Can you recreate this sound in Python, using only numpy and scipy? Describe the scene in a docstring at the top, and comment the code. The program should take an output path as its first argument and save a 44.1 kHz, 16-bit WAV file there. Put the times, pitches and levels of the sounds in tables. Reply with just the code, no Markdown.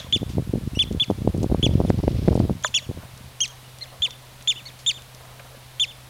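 """Waders call on an open river bank, near and far: short chirps that arch in pitch through a resonant
throat, with a faint echo from the reeds. For three seconds a gust buffets the microphone, its eddies
landing as dull pops, and dry stems rustle; the camera housing clacks once. Then the air barely stirs,
and the birds call on over a few dry ticks, the hush and slosh of the river
and the hum and thin whine of the camera."""
import sys
import numpy as np
from scipy import signal
from scipy.fft import rfft, irfft
from scipy.io import wavfile
from scipy.ndimage import uniform_filter1d

SR = 44100
rng = np.random.default_rng(int(sys.argv[2]) if len(sys.argv) > 2 else 0)


def store_wav(level_fs):
    """Save 16-bit WAV to argv[1]."""
    pcm = np.round(np.clip(np.atleast_2d(level_fs), -1, 1) * 32767)
    wavfile.write(sys.argv[1], SR, pcm.T.astype(np.int16))


N = 268569
TIME = np.arange(N) / SR

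CREST = 0.3  # share of a chirp's length at which its pitch tops out
CLIMB, DROP = 0.121, 0.51  # shares of the top pitch climbed before the crest and lost after it
LOCK, LOCK_WIDTH = 0.58, 0.075  # how firmly the throat holds the top pitch, and within what share of it
THROAT_DB = 24  # lift at the centre of the throat's resonance


def chirp(top_hz, length, tone_db, crest_db, fall_db, fade_db, attack_s=0.00074, release_s=0.0067):
    """The syrinx snaps open with a raspy flick, arches in pitch and gets richer and rougher as it falls."""
    t = np.arange(0, length, 1 / SR)
    progress = t / length
    to_climb = np.maximum(1 - progress / CREST, 0)
    fallen = np.maximum((progress - CREST) / (1 - CREST), 0)
    sag = CLIMB * np.sin(np.pi / 2 * to_climb) ** 2 + DROP * fallen ** 1.72
    pitch = 1 - sag * (1 - LOCK * np.exp(-(sag / LOCK_WIDTH) ** 4))
    jitter = (0.004 + 0.014 * fallen) * wobble(len(t), 850)
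    rasp = 0.08 * np.exp(-t / 0.003) * wobble(len(t), 1030)
    flick = np.interp(t, [0, 0.0012, 0.003], [-0.35, 0.12, 0])
    phase = 2 * np.pi * np.cumsum(top_hz * pitch * (1 + flick + jitter + rasp)) / SR
    shimmer_db = 0.9 * wobble(len(t), 160)
    fundamental_db = tone_db + throat(pitch) - THROAT_DB - fade_db * progress ** 2 + shimmer_db
    tone = gain_of(fundamental_db) * np.sin(phase)
    # near the crest the 2nd harmonic meets the throat's upper resonance
    second_db = fall_db + (crest_db - fall_db) * np.exp(-((1 - pitch) / 0.14) ** 2)
    third_db = fall_db - 7.5 - 0.5 * fallen
    fourth_db = (fall_db + crest_db) / 2 - 20
    for k, db in enumerate([second_db, third_db, fourth_db], 2):
        # beak and air swallow the highest overtones
        loss_db = 7 * np.clip(np.log2(k * top_hz * pitch / 8500) * 4, 0, 1)
        flutter_db = 4 * wobble(len(t), 130)
        tone += gain_of(db + throat(k * pitch) - loss_db + flutter_db) * np.sin(k * phase)
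    return tone * (1 - np.exp(-t / attack_s)) * np.clip((length - t) / release_s, 0, 1)


def throat(ratio, below_oct=0.63, above_oct=0.09):
    """Lift in dB around the top pitch (ratio 1): the fundamental falls out of it, the octave into it."""
    octaves = np.log2(ratio)
    width = np.where(octaves < 0, below_oct, above_oct)
    return THROAT_DB * np.exp(-(octaves / width) ** 2)


# The calls. Each row: start in seconds, top pitch in Hz, length in seconds, fundamental level in dB,
# 2nd harmonic at the crest in dB, overtones in the fall in dB before the throat lifts them,
# fade of the fundamental in dB (negative swells).
CHIRPS = [(-.043, 3490, 0.049, -8, -27, -32, 33), (0.125, 3522, 0.055, -13, -35, -38.5, 13),
          (0.749, 2940, 0.073, -36.5, -43.5, -43, 0), (0.79, 3500, 0.053, -12.5, -49, -33, 9),
          (0.998, 3505, 0.052, -13, -47, -35.5, 10), (1.627, 3464, 0.053, -16, -35.5, -37, 6),
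          (1.861, 3570, 0.044, -50, -62, -41, -11), (2.636, 3540, .052, -26, -25, -37, 5),
          (2.741, 3470, .052, -16, -25.5, -33.5, 0), (2.7415, 2937, 0.064, -23.5, -31.5, -40.5, 8),
          (3.404, 3245, 0.06, -20.5, -23, -31, 2), (3.64, 2970, 0.055, -51, -64, -66, 11),
          (3.809, 2118, 0.05, -44, -28.5, -48.5, 8.5), (3.874, 2940, 0.061, -51, -68, -70, 15),
          (4.02, 3561, 0.056, -15, -36, -39.5, 1), (4.474, 3583, 0.058, -14.5, -25.5, -36.5, 1),
          (4.56, 3000, .062, -36.5, -62, -72.5, 8), (4.654, 2220, .052, -45, -33.5, -47, 15),
          (4.862, 3630, 0.059, -17, -23.5, -33.5, -6.5), (5.797, 3556, 0.059, -15, -27, -33, -1.5)]
# The reed bed's echo as the camera turns. Each row: time in seconds, echo send in dB.
ECHO_SEND = [(0, -34), (1.7, -22), (2.8, -23), (4.1, -23), (5, -19), (6.09, -19.5)]


def waders(scatter_db=-21.5, scatter_t60_s=0.44, echo_s=0.078):
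    """The chirps, their thin scatter over the bank and one dull echo from the reed bed."""
    lead = SR // 10  # pre-roll for the chirp already under way at the start
    calls = np.zeros(lead + N)
    for start, *voice in CHIRPS:
        add(calls, start + lead / SR, chirp(*voice))
    t = np.arange(SR // 2) / SR
    tail = rng.standard_normal(len(t)) * gain_of(-60 * t / scatter_t60_s) * (t > 0.003)
    tail /= np.linalg.norm(tail)
    scatter = gain_of(scatter_db) * signal.fftconvolve(calls, tail)[:len(calls)]
    # thin stems throw back only the short waves, so the crest of each chirp rings on
    scatter = butter(scatter, 3250, "high", order=8)
    echo = butter(np.roll(calls, round(echo_s * SR)), 2600, "low", order=1)
    return (calls + scatter)[lead:] + echo[lead:] * gain_of(curve(ECHO_SEND))


def eddy(width_ms, skirt=7.6):
    """The pressure bump of a small vortex passing the microphone port, centred in 40 ms."""
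    ms = np.arange(-SR // 50, SR // 50) * 1000 / SR
    return (1 + 1.93 / skirt * (ms / width_ms) ** 2) ** -skirt


# The gust's envelope. Each row: time in seconds, wind strength in dB.
GUST = [(0.0, -44.5), (0.18, -30), (0.33, -28.5), (0.39, -20), (0.45, -33), (0.55, -19.5), (0.62, -30),
        (0.89, -31), (0.95, -23.5), (1.06, -44), (1.11, -23), (1.14, -32), (1.19, -25.5), (1.55, -19),
        (1.59, -25), (1.63, -19), (2.26, -21.5), (2.27, -17), (2.51, -20.5), (2.6, -43), (2.85, -47.5),
        (2.89, -27), (3.08, -46.5), (3.3, -41.5)]
# The hardest-hitting eddies. Each row: time in seconds, level in dB before the boost,
# width in ms before the squeeze.
POPS = [(0.163, -13, 1.2), (.231, -13.5, 0.95), (.383, -8.5, 0.9), (0.545, -14.5, 6.1), (.676, -13.5, 1.7),
        (.773, -15, 1.05), (.913, -14, 1.09), (.949, -13, 1.3), (1.102, -5.5, 0.7), (1.112, -9.5, 0.82),
        (1.276, -3, 0.79), (1.348, -14, 0.97), (1.432, -11, .9), (1.516, -13.5, 0.81), (1.524, -5.5, 1.7),
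        (1.547, -7, 0.71), (1.666, -6.5, 0.9), (1.755, -4, 1.7), (1.803, -5, 2.1), (1.814, -13, 0.67),
        (1.903, -1.5, 0.66), (1.991, -17.5, .7), (2.038, -13, 0.76), (2.08, -2, 0.78), (2.278, -8.5, 0.87),
        (2.283, -2, 0.81), (2.289, -4.5, 0.95), (2.377, -10, 0.82), (2.401, -6, 1.33), (2.497, -10.5, 0.67),
        (2.913, -19.5, .82), (2.975, -21, 1.24), (4.005, -26, 4.3)]


def wind(eddies_per_s=150, swarm_db=-2, pop_boost_db=3, pop_squeeze=0.9, calm_db=-53):
    """Strong eddies pop over a low rumble and a swarm of weak ones that tighten and churn in the gust."""
    gust_db = curve(GUST, right=calm_db)
    swarm, pops = np.zeros(N), np.zeros(N)
    lead_s = 0.02  # from the start of an eddy to its peak
    for time, db, width_ms in POPS:
        add(pops, time - lead_s, gain_of(db + pop_boost_db) * eddy(width_ms * pop_squeeze))
    arrivals = np.flatnonzero(rng.random(N) < eddies_per_s / SR)
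    widths_ms = np.interp(gust_db[arrivals], [-45, -20], [3, 2.09])
    draws = rng.standard_normal((len(arrivals), 2))
    for sample, width_ms, (push, stretch) in zip(arrivals, widths_ms, draws):
        punch = push * np.exp(-0.14 * stretch)  # tight eddies hit harder
        add(swarm, sample / SR - lead_s, punch * eddy(width_ms * np.exp(0.47 * stretch)))
    # the microphone leaks steady pressure, so each bump swings back under zero
    swarm = butter(swarm, 70, "high", order=3)
    pops = butter(pops, 72, "high")
    swarm /= np.sqrt(abs(uniform_filter1d(swarm ** 2, size=3200)) + 1e-5)  # ride it to an even level
    # fine turbulence rides on each eddy and grows faster than the gust itself
    churn = noise([(150, -5.5), (350, 13.5), (560, 5.5), (800, -7), (1200, -16), (2500, -52)])
    churn *= uniform_filter1d(abs(swarm), size=130) * gain_of(1 + 0.83 * gust_db)
    rumble = noise([(15, -6), (42, 0), (80, -7), (160, -20), (400, -42), (2000, -70)]) * gain_of(-58)
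    return pops + (swarm * gain_of(swarm_db) + churn) * gain_of(gust_db) + rumble


# The rustle's tone. Each row: frequency in Hz, relative level in dB.
RUSTLE_EQ = [(800, -18), (2000, 3.5), (3300, 5), (5200, 4), (7000, -10), (16000, -25)]
# The clearest stem cracks. Each row: start in seconds, peak in dB, band centre in Hz, decay in seconds.
TICKS = [(0, -34, 2960, 0.089), (.291, -36, 4070, 0.072), (.926, -31.5, 5000, 0.0043),
         (1.43, -28.5, 5660, 0.013), (2.344, -35, 5370, .015), (2.394, -31.5, 3180, .011),
         (3.478, -29, 6000, 0.0092), (4.107, -29, 4320, 0.0054), (4.41, -35, 2400, 0.01),
         (4.79, -36.5, 4470, 0.043), (5.021, -32, 5000, 0.0032), (5.395, -34, 2000, 0.014)]


def reeds(peak_s=2.29, rise_db_per_s=16, fall_db_per_s=64, crackle_db=3, small_ticks_per_s=1.3):
    """Dry stems rustle more as the gust builds, settle after it, and now and then tick."""
    past_peak = TIME - peak_s
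    swell = gain_of(-49.5 + np.minimum(rise_db_per_s * past_peak, -fall_db_per_s * past_peak))
    stems = noise(RUSTLE_EQ) * (swell + gain_of(-68.5)) * gain_of(crackle_db * wobble(N, 87))
    small_starts = TIME[rng.random(N) < small_ticks_per_s / SR]
    small_ticks = [(start, -33, 6000, 0.004) for start in small_starts]
    for start, db, hz, decay_s in TICKS + small_ticks:
        t = np.arange(0, 3 * decay_s, 1 / SR)
        burst = rng.standard_normal(len(t)) * np.exp(-2 * t / decay_s)
        snap = butter(burst, [hz / 2, hz * 1.5], "band")
        add(stems, start, gain_of(db) * snap / abs(snap).max())
    return stems


# The tone of the steady bed and of the moving water. Each row: frequency in Hz, relative level in dB.
HUSH_EQ = [(100, -21), (210, -13), (330, -1), (600, 2), (1000, 1.5), (1500, -2), (2500, -2), (3900, -2),
           (5200, -6.5), (7500, -9.5), (10000, -7.5), (10800, -10), (11700, -6), (13000, -17), (14300, -13),
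           (15800, -16)]
WATER_EQ = [(250, -30.5), (430, -5.5), (540, 4), (720, -0.5), (850, -7), (1000, -2), (1300, -7),
            (1700, -8.5), (3000, -28)]
# Water stirred far off. Each row: start in seconds, time until it fades in seconds, base level in dB.
SLOSHES = [(0, 0.064, -48), (2.966, 0.13, -49.5), (3.514, 0.036, -51.5), (3.914, .05, -52),
           (4.05, 0.025, -48), (5.201, 0.049, -47), (5.286, 0.277, -51)]


def river(hush_db=-49, lapping_db=-61, flicker_db=3.5, rise_s=0.0083, fade_s=0.026):
    """An even hush, with water lapping and sloshing far off, whose pitches come and go."""
    hush = noise(HUSH_EQ) * gain_of(hush_db)
    bands = signal.stft(noise(WATER_EQ), nperseg=1024)[2]
    patches = rng.standard_normal(bands.shape)  # brief boosts and dips across pitch and time
    patches = uniform_filter1d(uniform_filter1d(patches, size=3, axis=0), size=3, axis=1)
    bands = bands * gain_of(3 * unit_rms(patches))
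    water = unit_rms(signal.istft(bands, nperseg=1024)[1][:N])
    stirred = np.zeros(N)
    for start, hold_s, db in SLOSHES:
        attack = np.clip((TIME - start) / rise_s, 0, 1)
        release = np.exp(-np.maximum(TIME - start - hold_s, 0) / fade_s)
        stirred += gain_of(db) * attack * release
    return hush + water * np.hypot(stirred, gain_of(lapping_db)) * gain_of(flicker_db * wobble(N, 32))


# The camera's low hum and thin whine. Each row: frequency in Hz, rms level in dB.
HUM = [(126.3, -49), (252.6, -68.5), (505, -75), (631, -78)]
WHINE = [(15122, -74), (15149, -72)]


def camera_hum():
    """The running camera gives off steady tones, each drifting slightly in phase."""
    return sum(np.sqrt(2) * gain_of(db) * np.sin(2 * np.pi * hz * TIME + 0.13 * wobble(N, 3.1))
               for hz, db in HUM + WHINE)


# The housing's ring. Each row: frequency in Hz, level in dB, time to fall 60 dB in seconds.
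HOUSING_MODES = [(480, -26.5, 0.02), (603.3, -21.5, 0.05), (1010, -17, 0.057), (1270, -10.5, 0.013),
                 (1780, -9.5, 0.019), (1956, -44, 0.0074), (3994, -20.5, 0.011)]
# The hits within the clack. Each row: start in seconds, gain in dB.
CLACK_HITS = [(2.6457, -7.5), (2.647, 0), (2.6495, -11.5)]


def camera_clack():
    """Three hits in quick succession ring the housing and merge into one sharp, rattling clack."""
    t = np.arange(SR // 10) / SR
    ring = sum((-1) ** k * gain_of(db - 60 * t / t60) * np.sin(2 * np.pi * hz * t)
               for k, (hz, db, t60) in enumerate(HOUSING_MODES))
    clack = np.zeros(N)
    for start, db in CLACK_HITS:
        add(clack, start, gain_of(db) * ring)
    return clack


def gain_of(db):
    """Decibels to amplitude."""
    return 10 ** (np.asarray(db) / 20)


def unit_rms(x):
    """Scales to rms 1."""
    return x / np.sqrt(np.mean(x ** 2) + 1e-20)


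def curve(rows, right=None):
    """An envelope through (seconds, value) points; `right`, if given, holds after the last."""
    return np.interp(TIME, *np.transpose(rows), right=right)


def add(mix, start_s, sound):
    """Lays a sound into the mix, trimming whatever overhangs."""
    start = round(start_s * SR)
    sound = sound[max(-start, 0):]
    part = mix[max(start, 0):][:len(sound)]
    part += sound[:len(part)]


def butter(x, edge_hz, kind, order=2):
    """Causal Butterworth filter."""
    sections = signal.butter(order, np.minimum(edge_hz, SR / 2 - 1), kind, fs=SR, output="sos")
    return signal.sosfilt(sections, x)


def wobble(size, rate_hz):
    """Smooth random modulation of rms 1, rolling off above the given rate."""
    hz = np.fft.rfftfreq(size, 1 / SR)
    return unit_rms(irfft(rfft(rng.standard_normal(size)) / (1 + (hz / rate_hz) ** 4), size))


def noise(eq):
    """Noise of rms 1, coloured by (Hz, dB) points."""
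    hz, db = np.transpose(eq)
    colour_db = np.interp(np.log(np.fft.rfftfreq(N, 1 / SR) + 1), np.log(hz), db)
    return unit_rms(irfft(rfft(rng.standard_normal(N)) * gain_of(colour_db), N))


def scene():
    """All sources at one microphone."""
    return (waders() + wind() + reeds() + river() + camera_hum() + camera_clack())[None]


def record(dry):
    """The strongest pops overload the input; a steep low-pass then trims the very top."""
    clipped = np.clip(dry, -0.705, 0.705)
    low_pass = signal.firwin(511, 15950, window=("kaiser", 9), fs=SR)
    return signal.oaconvolve(clipped, low_pass[None], "same")


dry = scene()
out = record(dry)
store_wav(out)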